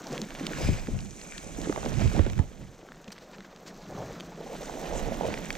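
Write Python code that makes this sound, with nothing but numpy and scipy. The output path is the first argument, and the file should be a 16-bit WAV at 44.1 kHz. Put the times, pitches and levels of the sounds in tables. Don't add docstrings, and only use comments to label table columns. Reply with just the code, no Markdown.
import sys
import numpy as np
from scipy import signal
from scipy.fft import rfft, irfft, next_fast_len
from scipy.io import wavfile
from scipy.ndimage import map_coordinates

SR = 44100
rng = np.random.default_rng(int(sys.argv[2]) if len(sys.argv) > 2 else 0)


def materialize(psi):
    bounded = np.clip(np.atleast_2d(psi).T, -1, 1)
    quanta = np.round(bounded * 32767).astype(np.int16)
    wavfile.write(sys.argv[1], SR, quanta)


N = 245681

# (t/s, speed/dB re full speed)
SPEED = [(0, -6.5), (.15, -3), (.28, -8.5), (.5, -4.5), (.65, 0.5), (.85, -9.5), (1.1, -14.5), (1.5, -11),
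         (1.7, -8.5), (1.91, -7.5), (2.04, -3.5), (2.52, -15.5), (3.01, -16), (3.2, -15), (3.5, -14.5),
         (3.82, -12), (4.03, -6.5), (4.36, -11.5), (4.42, -9.5), (4.72, -5.5), (5.2, -5), (5.57, -5.5)]
# (t/s, width 0-1, left-right balance of the debris/dB)
IMAGE = [(0, 0.03, 0), (.45, 0.75, -6), (1.35, 1, -7.5), (2.4, 1, -13.5), (2.85, 0.14, 4), (3.4, 0, 5),
         (4.33, .01, -13), (4.5, 0.5, -3), (4.9, 0.7, -12), (5.57, 0.8, -11)]
# (f/Hz, gain/dB)
PORT = [(1000, 16.5), (7500, 12), (9500, 2.5), (11200, -2.5), (13000, 1), (16000, -8)]


def amp(db):
    return 10 ** (np.asarray(db) / 20)


def unit(x):
    return x / np.sqrt(np.mean(x ** 2) + 1e-20)


def along(points, hz):
    f, values = np.transpose(points)
    return np.interp(np.log(hz + 1), np.log(f + 1), values)


def curves(rows):
    s, *columns = np.transpose(rows)
    return [np.interp(np.arange(N) / SR, s, column) for column in columns]


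def wobble(rate):
    knots = rng.standard_normal(int(N * rate / SR) + 4)
    return map_coordinates(knots, [np.arange(N) * rate / SR])


def panned(balance_db):
    ratio = amp(np.atleast_1d(balance_db))
    return 2 * np.array([ratio, np.ones_like(ratio)]) / (1 + ratio)


def coloured(x, gain):
    n = x.shape[-1]
    m = 2 * next_fast_len(n // 2 + 2048)
    cepstrum = irfft(np.log(np.maximum(gain(np.fft.rfftfreq(m, 1 / SR)), 1e-6)))
    cepstrum[1:m // 2] *= 2
    cepstrum[m // 2 + 1:] = 0
    return irfft(rfft(x, m) * np.exp(rfft(cepstrum)), m)[..., :n]


def resonance(f, hz, q):
    return 1 / np.sqrt(1 + (q * (f / hz - hz / (f + 1))) ** 2)


def spread(pair):
    # (f/Hz, left-right likeness)
    alike = [(200, 0.85), (600, 0.8), (1300, 0.56), (2800, 0.9), (4500, 0.83), (9000, .02)]

    def side_gain(f):
        likeness = np.clip(along(alike, f), -.9, .99)
        return np.sqrt((1 - likeness) / (1 + likeness))

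    mid = coloured(pair[0], np.ones_like)
    side = coloured(pair[1], side_gain)
    return np.array([mid + side, mid - side])


def add(out, s, sound):
    start = max(round(s * SR), 0)
    part = out[:, start:start + sound.shape[-1]]
    part += sound[:, :part.shape[-1]]


def swell(s, half_s):
    release, shape = 1.57, 1.19
    u = (np.arange(N) / SR - s) / half_s
    return np.exp(-np.minimum(np.maximum(-u, u / release), 10) ** shape)


def swells(rows):
    return np.sqrt(sum((amp(db) * swell(s, half_s)) ** 2 for s, half_s, db in rows))


def driven(full_db, grow):
    return amp(full_db + grow * curves(SPEED)[0])


def wind():
    # (f/Hz, level/dB)
    rumble_colour = [(12, -73), (20, 12), (81, -5.5), (139, -7), (172, -14), (200, -14), (300, -31.5),
                     (390, -28.5), (660, -120)]
    # (t/s, half length/s, level/dB, left-right balance/dB)
    gust_rows = [(0.667, 0.057, -26, 8), (0.935, 0.04, -30, 6.5), (1.027, 0.046, -39.5, -26),
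                 (1.548, 0.16, -45.5, -8), (1.814, .09, -40.5, 0), (1.981, 0.073, -27, -17.5),
                 (2.06, 0.024, -21, -7), (2.18, 0.029, -26, -25), (2.28, 0.076, -30.5, -2),
                 (2.39, 0.02, -24, -25), (2.623, 0.053, -41, -5.5), (4.004, 0.088, -37.5, 4),
                 (4.98, 0.031, -35, -2), (5.079, 0.027, -31, -8), (5.284, 0.043, -34.5, -1)]
    # (t/s, half length/s, level/dB)
    heave_rows = [(.7, 0.08, -33), (.96, 0.04, -40), (1.62, 0.2, -43.5), (2.19, 0.091, -32),
                  (2.4, 0.044, -35), (4.99, 0.15, -34.5), (5.51, .04, -41)]
    # (t/s, level/dB, f/Hz, left-right balance/dB)
    buffet_rows = [(.648, -18, 72, 11), (.691, -12, 97, 27), (.945, -27.5, 58, 14), (2.06, -13, 72, -26),
                   (2.194, -8, 79.7, -18), (2.397, -12, 77, -15)]
    breeze_side_db, gust_low_hz, heave_hz = -9, 76, 35.4

    def rumble(f):
        return amp(along(rumble_colour, f))

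    def eddies(gain):
        noise = coloured(rng.standard_normal((2, N)), gain)
        return unit(noise * amp(np.array([wobble(25), wobble(25)])))

    breeze = eddies(rumble) * driven(-46, grow=0.58) * panned(breeze_side_db)
    gust_power = sum((amp(db) * panned(side_db) * swell(s, half_s)) ** 2
                     for s, half_s, db, side_db in gust_rows)
    out = np.sqrt(gust_power) * eddies(lambda f: rumble(f) * f ** 2 / (f ** 2 + gust_low_hz ** 2))
    t = np.arange(SR // 8) / SR
    for s, db, hz, side_db in buffet_rows:
        push = np.cos(2 * np.pi * hz * t) * np.exp(-hz * t) * (1 - np.exp(-t / .0007))
        add(out, s, amp(db) * panned(side_db) * push)
    heave_eddies = eddies(lambda f: resonance(f, heave_hz, q=1.25) ** 2)
    heaves = swells(heave_rows) * panned(breeze_side_db) * heave_eddies
    return breeze + heaves + out


def rush():
    # (t/s, half length/s, level/dB)
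    rush_rows = [(.665, 0.087, -42), (1.36, 0.28, -55.5), (2.02, 0.053, -44), (2.17, 0.08, -51),
                 (5.25, 1, -63)]
    # (f/Hz, width/Hz, level/dB)
    cavities = [(515, 160, 4), (860, 110, 1), (2355, 270, 12.5), (3720, 1800, -1), (5000, 300, 1.5),
                (6500, 460, -6), (7580, 240, 3)]
    # (t/s, half length/s, level/dB)
    whistle_rows = [(.628, 0.022, -45.5)]

    def hollow(f):
        return np.sqrt(sum((amp(db) * resonance(f, hz, hz / width / 2.0) ** 2) ** 2
                           for hz, width, db in cavities))

    specks = rng.standard_normal((2, N)) * (rng.random(N) < 800 / SR)
    air = amp(-1) * rng.standard_normal((2, N))
    hiss = unit(coloured(unit(specks) + air, hollow))
    whistle = unit(coloured(rng.standard_normal((2, N)), lambda f: resonance(f, 5025, q=17) ** 2))
    return spread(hiss * swells(rush_rows) * amp(1.6 * wobble(40.1)) + whistle * swells(whistle_rows))


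def rubs():
    # (t/s, half length/s, level/dB, f/Hz, glide/octaves per s, left-right balance/dB)
    rub_rows = [(1.338, 0.02, -52.5, 1800, -5, 12), (1.945, .007, -56, 7700, -3, -14),
                (3.81, .06, -62, 4500, -1, 0), (4.02, 0.026, -68, 7000, -1, 0),
                (4.97, .025, -49, 7000, -2, -14)]
    half_width, chatter_db = 0.13, 2.5
    out, t = np.zeros((2, N)), np.arange(N) / SR
    for s, half_s, db, hz, glide, balance_db in rub_rows:
        pitch = hz * 2 ** np.clip(glide * (t - s), -1, 1)
        smooth = signal.butter(2, half_width * hz, fs=SR)
        drift = signal.lfilter(*smooth, rng.standard_normal(N) + 1j * rng.standard_normal(N))
        band = unit((drift * np.exp(2j * np.pi * np.cumsum(pitch) / SR)).real)
        out += amp(db + chatter_db * wobble(150)) * swell(s, half_s) * band * panned(balance_db)
    return out


def scrapes():
    # (t/s, level/dB, f/Hz, length/s, left-right balance/dB)
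    scrape_rows = [(0.128, -44.5, 2100, 0.033, -3), (0.684, -35.5, 565, .008, 6),
                   (1.213, -44, 2200, 0.0033, -10), (1.381, -37, 3020, 0.002, 4),
                   (1.725, -32.5, 800, 0.0029, -23), (1.76, -30, 920, 0.003, -17),
                   (1.781, -45, 800, 0.0055, -11), (1.828, -38, 750, .005, -17),
                   (1.859, -39.5, 816, 0.0051, -23), (2.111, -45.5, 820, 0.019, -4),
                   (2.183, -41, 784, 0.0037, -10), (2.192, -26.5, 496, 0.0044, 0),
                   (2.388, -43, 2000, 0.0066, 9), (3.077, -46, 2180, 0.0087, -5),
                   (3.116, -41, 5000, 0.014, 0), (3.2, -56, 3200, 0.058, 0), (3.324, -48.5, 1990, 0.034, 3),
                   (3.447, -46.5, 1820, 0.0087, 6), (3.655, -46.5, 3900, 0.044, 2),
                   (4.911, -38, 740, .004, -12)]
    out = np.zeros((2, N))
    for s, db, hz, length, balance_db in scrape_rows:
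        u = np.arange(SR // 8) / SR / length
        slips = rng.standard_normal((2, len(u))) * amp(6.1 * rng.standard_normal(len(u)))
        rasp = unit(coloured(slips, lambda f: resonance(f, hz, q=2200 / hz) * amp(along(PORT, f))))
        envelope = 2 * u * np.exp(.5 - 2 * u ** 2)
        add(out, s, amp(db) * panned(balance_db) * spread(rasp * envelope))
    return out


def chinks():
    # (t/s, level/dB, f/Hz, t60/s, left-right balance/dB)
    chink_rows = [(1.7765, -26, 790, 0.039, -14), (2.391, -28.5, 860, 0.086, 2),
                  (2.888, -35.5, 1540, .018, 0), (2.92, -30, 1750, .012, 1), (4.2006, -29, 3220, 0.018, -2),
                  (4.207, -22, 3140, 0.009, -1), (5.341, -18.5, 2370, 0.008, -3),
                  (5.376, -24.5, 2020, 0.012, -4), (5.505, -14.5, 2270, 0.011, -4.5)]
    # (multiple of the pitch, mean level/dB)
    stone_modes = [(.84, 0), (1, 8.5), (1.11, 1), (1.42, 0), (1.98, -2)]
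    out, t = np.zeros((2, N)), np.arange(SR // 16) / SR
    for s, db, hz, t60, balance_db in chink_rows:
        modes = sum(amp(level + rng.normal(0, 0.76)) * np.sin(2 * np.pi * hz * ratio * t)
                    for ratio, level in stone_modes)
        ring = modes * amp(-60 * t / t60)
        crack = amp(-9) * rng.standard_normal((2, len(t))) * amp(-60 * t / 0.0044)
        add(out, s, amp(db) * panned(balance_db) * (ring + crack) / np.abs(ring).max())
    return out


def contact(hz, t60, q, scuff_db, ring_db, ring_t60):
    t = np.arange(SR // 12) / SR - .001
    since = np.abs(t)
    force = rng.standard_normal((2, len(t))) * amp(np.where(t < 0, scuff_db, 0) - 60 * since / t60)
    force[0, np.argmin(since)] += 6
    modes = hz * np.exp(rng.normal(0, 0.276, size=(4, 1)))
    ring = np.sin(2 * np.pi * modes * t).sum(0) * amp(ring_db - 60 * since / ring_t60)
    force[0] += ring * (t > 0)
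    sound = spread(coloured(force, lambda f: resonance(f, hz, q) * amp(along(PORT, f))))
    return sound / np.abs(sound.mean(0)).max()


def clacks():
    # (t/s, peak/dB, f/Hz, left-right balance/dB)
    clack_rows = [(0.0688, -26, 5360, -3), (0.1276, -27, 5250, -3), (.156, -38, 1750, -2),
                  (0.178, -22, 3320, -12), (0.216, -19.5, 4800, -1), (0.305, -29, 2330, -20),
                  (0.3499, -27.5, 2000, -7), (0.356, -33, 2400, -1), (.396, -30, 1810, -2.5),
                  (0.4666, -17, 3720, -5), (0.5331, -25, 1670, 9), (0.8705, -30.5, 2170, -7),
                  (0.989, -31.5, 3300, -6), (1.005, -32, 5070, -1.5), (1.0565, -37, 3460, -5),
                  (1.1078, -34.5, 6240, -5), (1.214, -37, 5500, -10), (1.321, -30.5, 2430, 1.5),
                  (1.3786, -28, 3800, 9), (1.615, -29, 4300, -6), (1.695, -29.5, 1460, -15),
                  (1.853, -27, 3600, 0), (1.859, -32, 2620, -11), (1.9395, -33, 2920, -8),
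                  (2.012, -35, 2120, 5), (2.076, -29, 2640, -2.5), (2.099, -32, 2800, 0),
                  (2.133, -33, 4300, -1), (2.1635, -29, 2560, -1), (2.19, -31, 2070, -4),
                  (2.2639, -29.5, 2370, -9), (2.2987, -30, 2560, -7), (2.332, -33, 2480, -9),
                  (2.378, -33, 2200, 2), (2.9448, -41, 1510, 0), (2.97, -43, 2200, 0),
                  (3.0428, -35, 3940, 0), (3.079, -34, 2820, -3), (3.104, -36, 2010, 3),
                  (3.121, -33, 4270, 0), (3.1799, -33.5, 2100, -1), (3.185, -35, 3520, 0),
                  (3.383, -34.5, 2380, 0), (3.405, -32, 1950, -1), (3.4462, -41, 1900, 5),
                  (3.561, -34.5, 4250, -1), (4.6577, -35, 6800, -19), (5.142, -32, 2600, -11),
                  (5.253, -34, 2720, 3), (5.447, -33.5, 2200, 4), (5.467, -39, 6500, 0),
                  (5.527, -28, 6820, 0), (5.552, -25, 1930, -3.5)]
    out = np.zeros((2, N))
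    for s, db, hz, balance_db in clack_rows:
        blow = contact(hz, t60=.009, q=max(1.6, hz / 3200), scuff_db=-19, ring_db=-24, ring_t60=.035)
        add(out, s, amp(db) * panned(balance_db) * blow)
    return out


def thuds():
    # (t/s, level/dB, f/Hz, left-right balance/dB, decay/cycles of rocking)
    thud_rows = [(.155, -22, 487, -4, 0.71), (0.409, -21, 277, -2, 3.2), (0.5082, -19.5, 300, -2, 1.5),
                 (0.6091, -19, 365, -1, 1.5), (0.6875, -14, 248, -21, 1.06), (0.8839, -16, 233, -5, 1.4),
                 (1.058, -29.5, 200, -18, 2.9), (1.464, -26, 227, -6, 0.82), (1.5843, -21, 284, -3, 1.8),
                 (1.671, -14.5, 300, -4, 1), (1.696, -11, 302, -3, 1.76), (1.776, -17, 403, -2, 0.63),
                 (1.861, -15.5, 312, -1, 1.25), (2.1926, -10, 322, -28, 1.8), (2.2619, -20, 308, -27, 1),
                 (2.829, -29.5, 327, 5, 1.7), (3.082, -29, 203, -3, 2.3), (3.3875, -33, 192, 15, 3.7),
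                 (4.6955, -20, 800, -19, 1.5), (4.7255, -21, 616, -9, 1.7), (4.8447, -23, 606, -25, 1.3),
                 (4.927, -19.5, 594, -8, 1.6), (5.2095, -12.5, 634, -23, 1.9)]
    out, t = np.zeros((2, N)), np.arange(SR // 10) / SR
    for s, db, hz, balance_db, cycles in thud_rows:
        body = np.sin(2 * np.pi * hz * t) * np.exp(-hz * t / cycles) * (1 - np.exp(-t / 0.0008))
        crumbs = rng.standard_normal((2, len(t))) * amp(-60 * t / 0.025)
        crunch = coloured(crumbs, lambda f: resonance(f, 240 + 0.63 * hz, q=2.0) ** 2)
        crunch_pair = spread(crunch) / np.abs(crunch).max()
        thud = amp(-3.5) * body + amp(-10.5) * crunch_pair
        add(out, s, amp(db) * panned(balance_db) * thud)
    return out


def grains(rate, low_hz, high_hz, cycles, size_db):
    flow = np.cumsum(amp(4 * wobble(45)))
    draw = rng.random((int(rate * N / SR), 5))
    start = np.searchsorted(flow, draw[:, 0] * flow[-1])
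    hz = low_hz + (high_hz - low_hz) * draw[:, 1:2]
    size = amp(size_db * np.minimum(-np.log(1 - draw[:, 2]), 4.5))
    k = np.arange(min(int(2 * cycles * SR / low_hz), 900))
    ring = hz * np.sin(2 * np.pi * hz * k / SR) * np.exp(-2 * hz * k / SR / cycles)
    places = (start[:, None] + k).ravel()

    def mix(weight):
        return unit(np.bincount(places, (weight[:, None] * ring).ravel(), N)[:N])

    return np.array([mix(size * np.sign(draw[:, 3] - .5)), mix(size * (draw[:, 4] - .5))])


def debris(gain, low_hz, high_hz, rate, cycles, size_db, rub_db, flutter_db):
    # (f/Hz, level/dB)
    debris_colour = [(71, -54.5), (120, 3.5), (166, 8.5), (301, 2.5), (392, 0.5), (739, -9.5),
                     (1260, -19.5), (1740, -20.5), (3560, -28), (4830, -31.5), (6180, -24), (7730, -30.5),
                     (10900, -45.5), (13700, -38.5), (15800, -51)]

    def colour(f):
        band = ((1 + (low_hz / (f + 1)) ** 10) * (1 + (f / high_hz) ** 10)) ** -.5
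        return band * amp(along(debris_colour, f))

    knocks = grains(rate, low_hz * 0.756, min(high_hz * 1.216, SR / 2), cycles, size_db)
    rubbing = driven(rub_db, grow=0.1) * rng.standard_normal((2, N))
    pair = unit(coloured(knocks + rubbing, colour) * amp(flutter_db * wobble(70)))
    return spread(pair) * gain


def slide():
    # (t/s, half length/s, stones/dB, gravel/dB, grit/dB)
    shoves = np.array([(0.137, 0.018, -35, -42, -55), (0.438, 0.021, -39, -67, -64),
                       (0.647, 0.023, -48, -47, -53), (0.92, 0.082, -45.5, -77.5, -71),
                       (1.657, 0.047, -35, -42.5, -49.5), (1.849, 0.057, -39, -40.5, -47.5),
                       (2.015, 0.021, -33, -38, -42.5), (2.172, 0.029, -31, -38.5, -46),
                       (2.27, 0.015, -35, -40, -50), (2.42, 0.023, -42.5, -47, -62),
                       (2.62, 0.016, -45.5, -53, -59), (3.985, 0.057, -45.5, -40, -57),
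                       (4.41, 0.013, -49, -45, -55), (4.485, 0.076, -46, -43, -66),
                       (4.985, 0.24, -43, -37, -49.5), (5.263, 0.085, -39.5, -38, -51)])
    # (t/s, half length/s, level/dB)
    drag_rows = [(1.25, 0.49, -54), (1.68, 0.2, -51.5), (2.15, 0.031, -53), (4.66, 0.02, -52.5)]
    stones_gain = np.hypot(driven(-36.5, grow=1.11), swells(shoves[:, :3]))
    gravel_gain = np.hypot(driven(-41.5, grow=1), swells(shoves[:, [0, 1, 3]]))
    grit_gain = np.hypot(driven(-44, grow=1), swells(shoves[:, [0, 1, 4]]))
    sand_gain = driven(-48, grow=1)
    lean_db = curves(IMAGE)[1]
    stones = debris(stones_gain, 146.0, 428.0, rate=330, cycles=2.3,
                    size_db=2.0, rub_db=9.5, flutter_db=0.0)
    gravel = debris(gravel_gain, 463, 958, rate=500, cycles=2.93,
                    size_db=1.5, rub_db=6.5, flutter_db=1.5)
    grit = debris(grit_gain, 1146, 4690, rate=1100, cycles=4.1,
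                  size_db=2.0, rub_db=4.0, flutter_db=1.13)
    sand = debris(sand_gain, 3400, 20000, rate=2100, cycles=2.3,
                  size_db=5.0, rub_db=2.0, flutter_db=1.24)
    cloth = debris(swells(drag_rows), 6160, 9600, rate=1500, cycles=1.5,
                   size_db=3.5, rub_db=3.5, flutter_db=1.5)
    coarse = (stones + gravel) * panned(0.68 * lean_db)
    return coarse + grit * panned(0.77 * lean_db) + sand + cloth


def scene():
    return wind() + rush() + rubs() + scrapes() + chinks() + clacks() + thuds() + slide()


def record(dry):
    # (f/Hz, level/dB)
    lead_band = [(150, -39), (600, -2.5), (1050, 5), (2000, -1), (4500, -3.5), (7000, 2.5), (9500, 3)]
    # (f/Hz, gain/dB)
    mono_colour = [(60, -6), (110, -3), (155, 2), (260, -3), (450, 1.5), (1100, 3), (1700, -1),
                   (2900, -4.5), (4300, -1), (6000, -1.5), (8000, -3.5), (11000, -7.5), (14000, 1.5)]
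    lead, top_hz = 0.58, 15850
    width = np.clip(curves(IMAGE)[0], 0, 1)
    m = next_fast_len(N + SR // 2)
    hz = np.fft.rfftfreq(m, 1 / SR)
    mid, side = dry.mean(0), (dry[0] - dry[1]) / 2
    turned = irfft(rfft(mid, m) * 1j * amp(along(lead_band, hz)), m)[:N]
    side = width * (side + lead * turned)
    closed = np.clip(1 - 2 * width, 0, 1)
    mono = coloured(mid, lambda f: amp(along(mono_colour, f)))
    mid = (1 - closed) * mid + closed * mono
    return irfft(rfft([mid + side, mid - side], m) * (hz < top_hz), m)[:, :N]


dry = scene()
out = record(dry)
materialize(out)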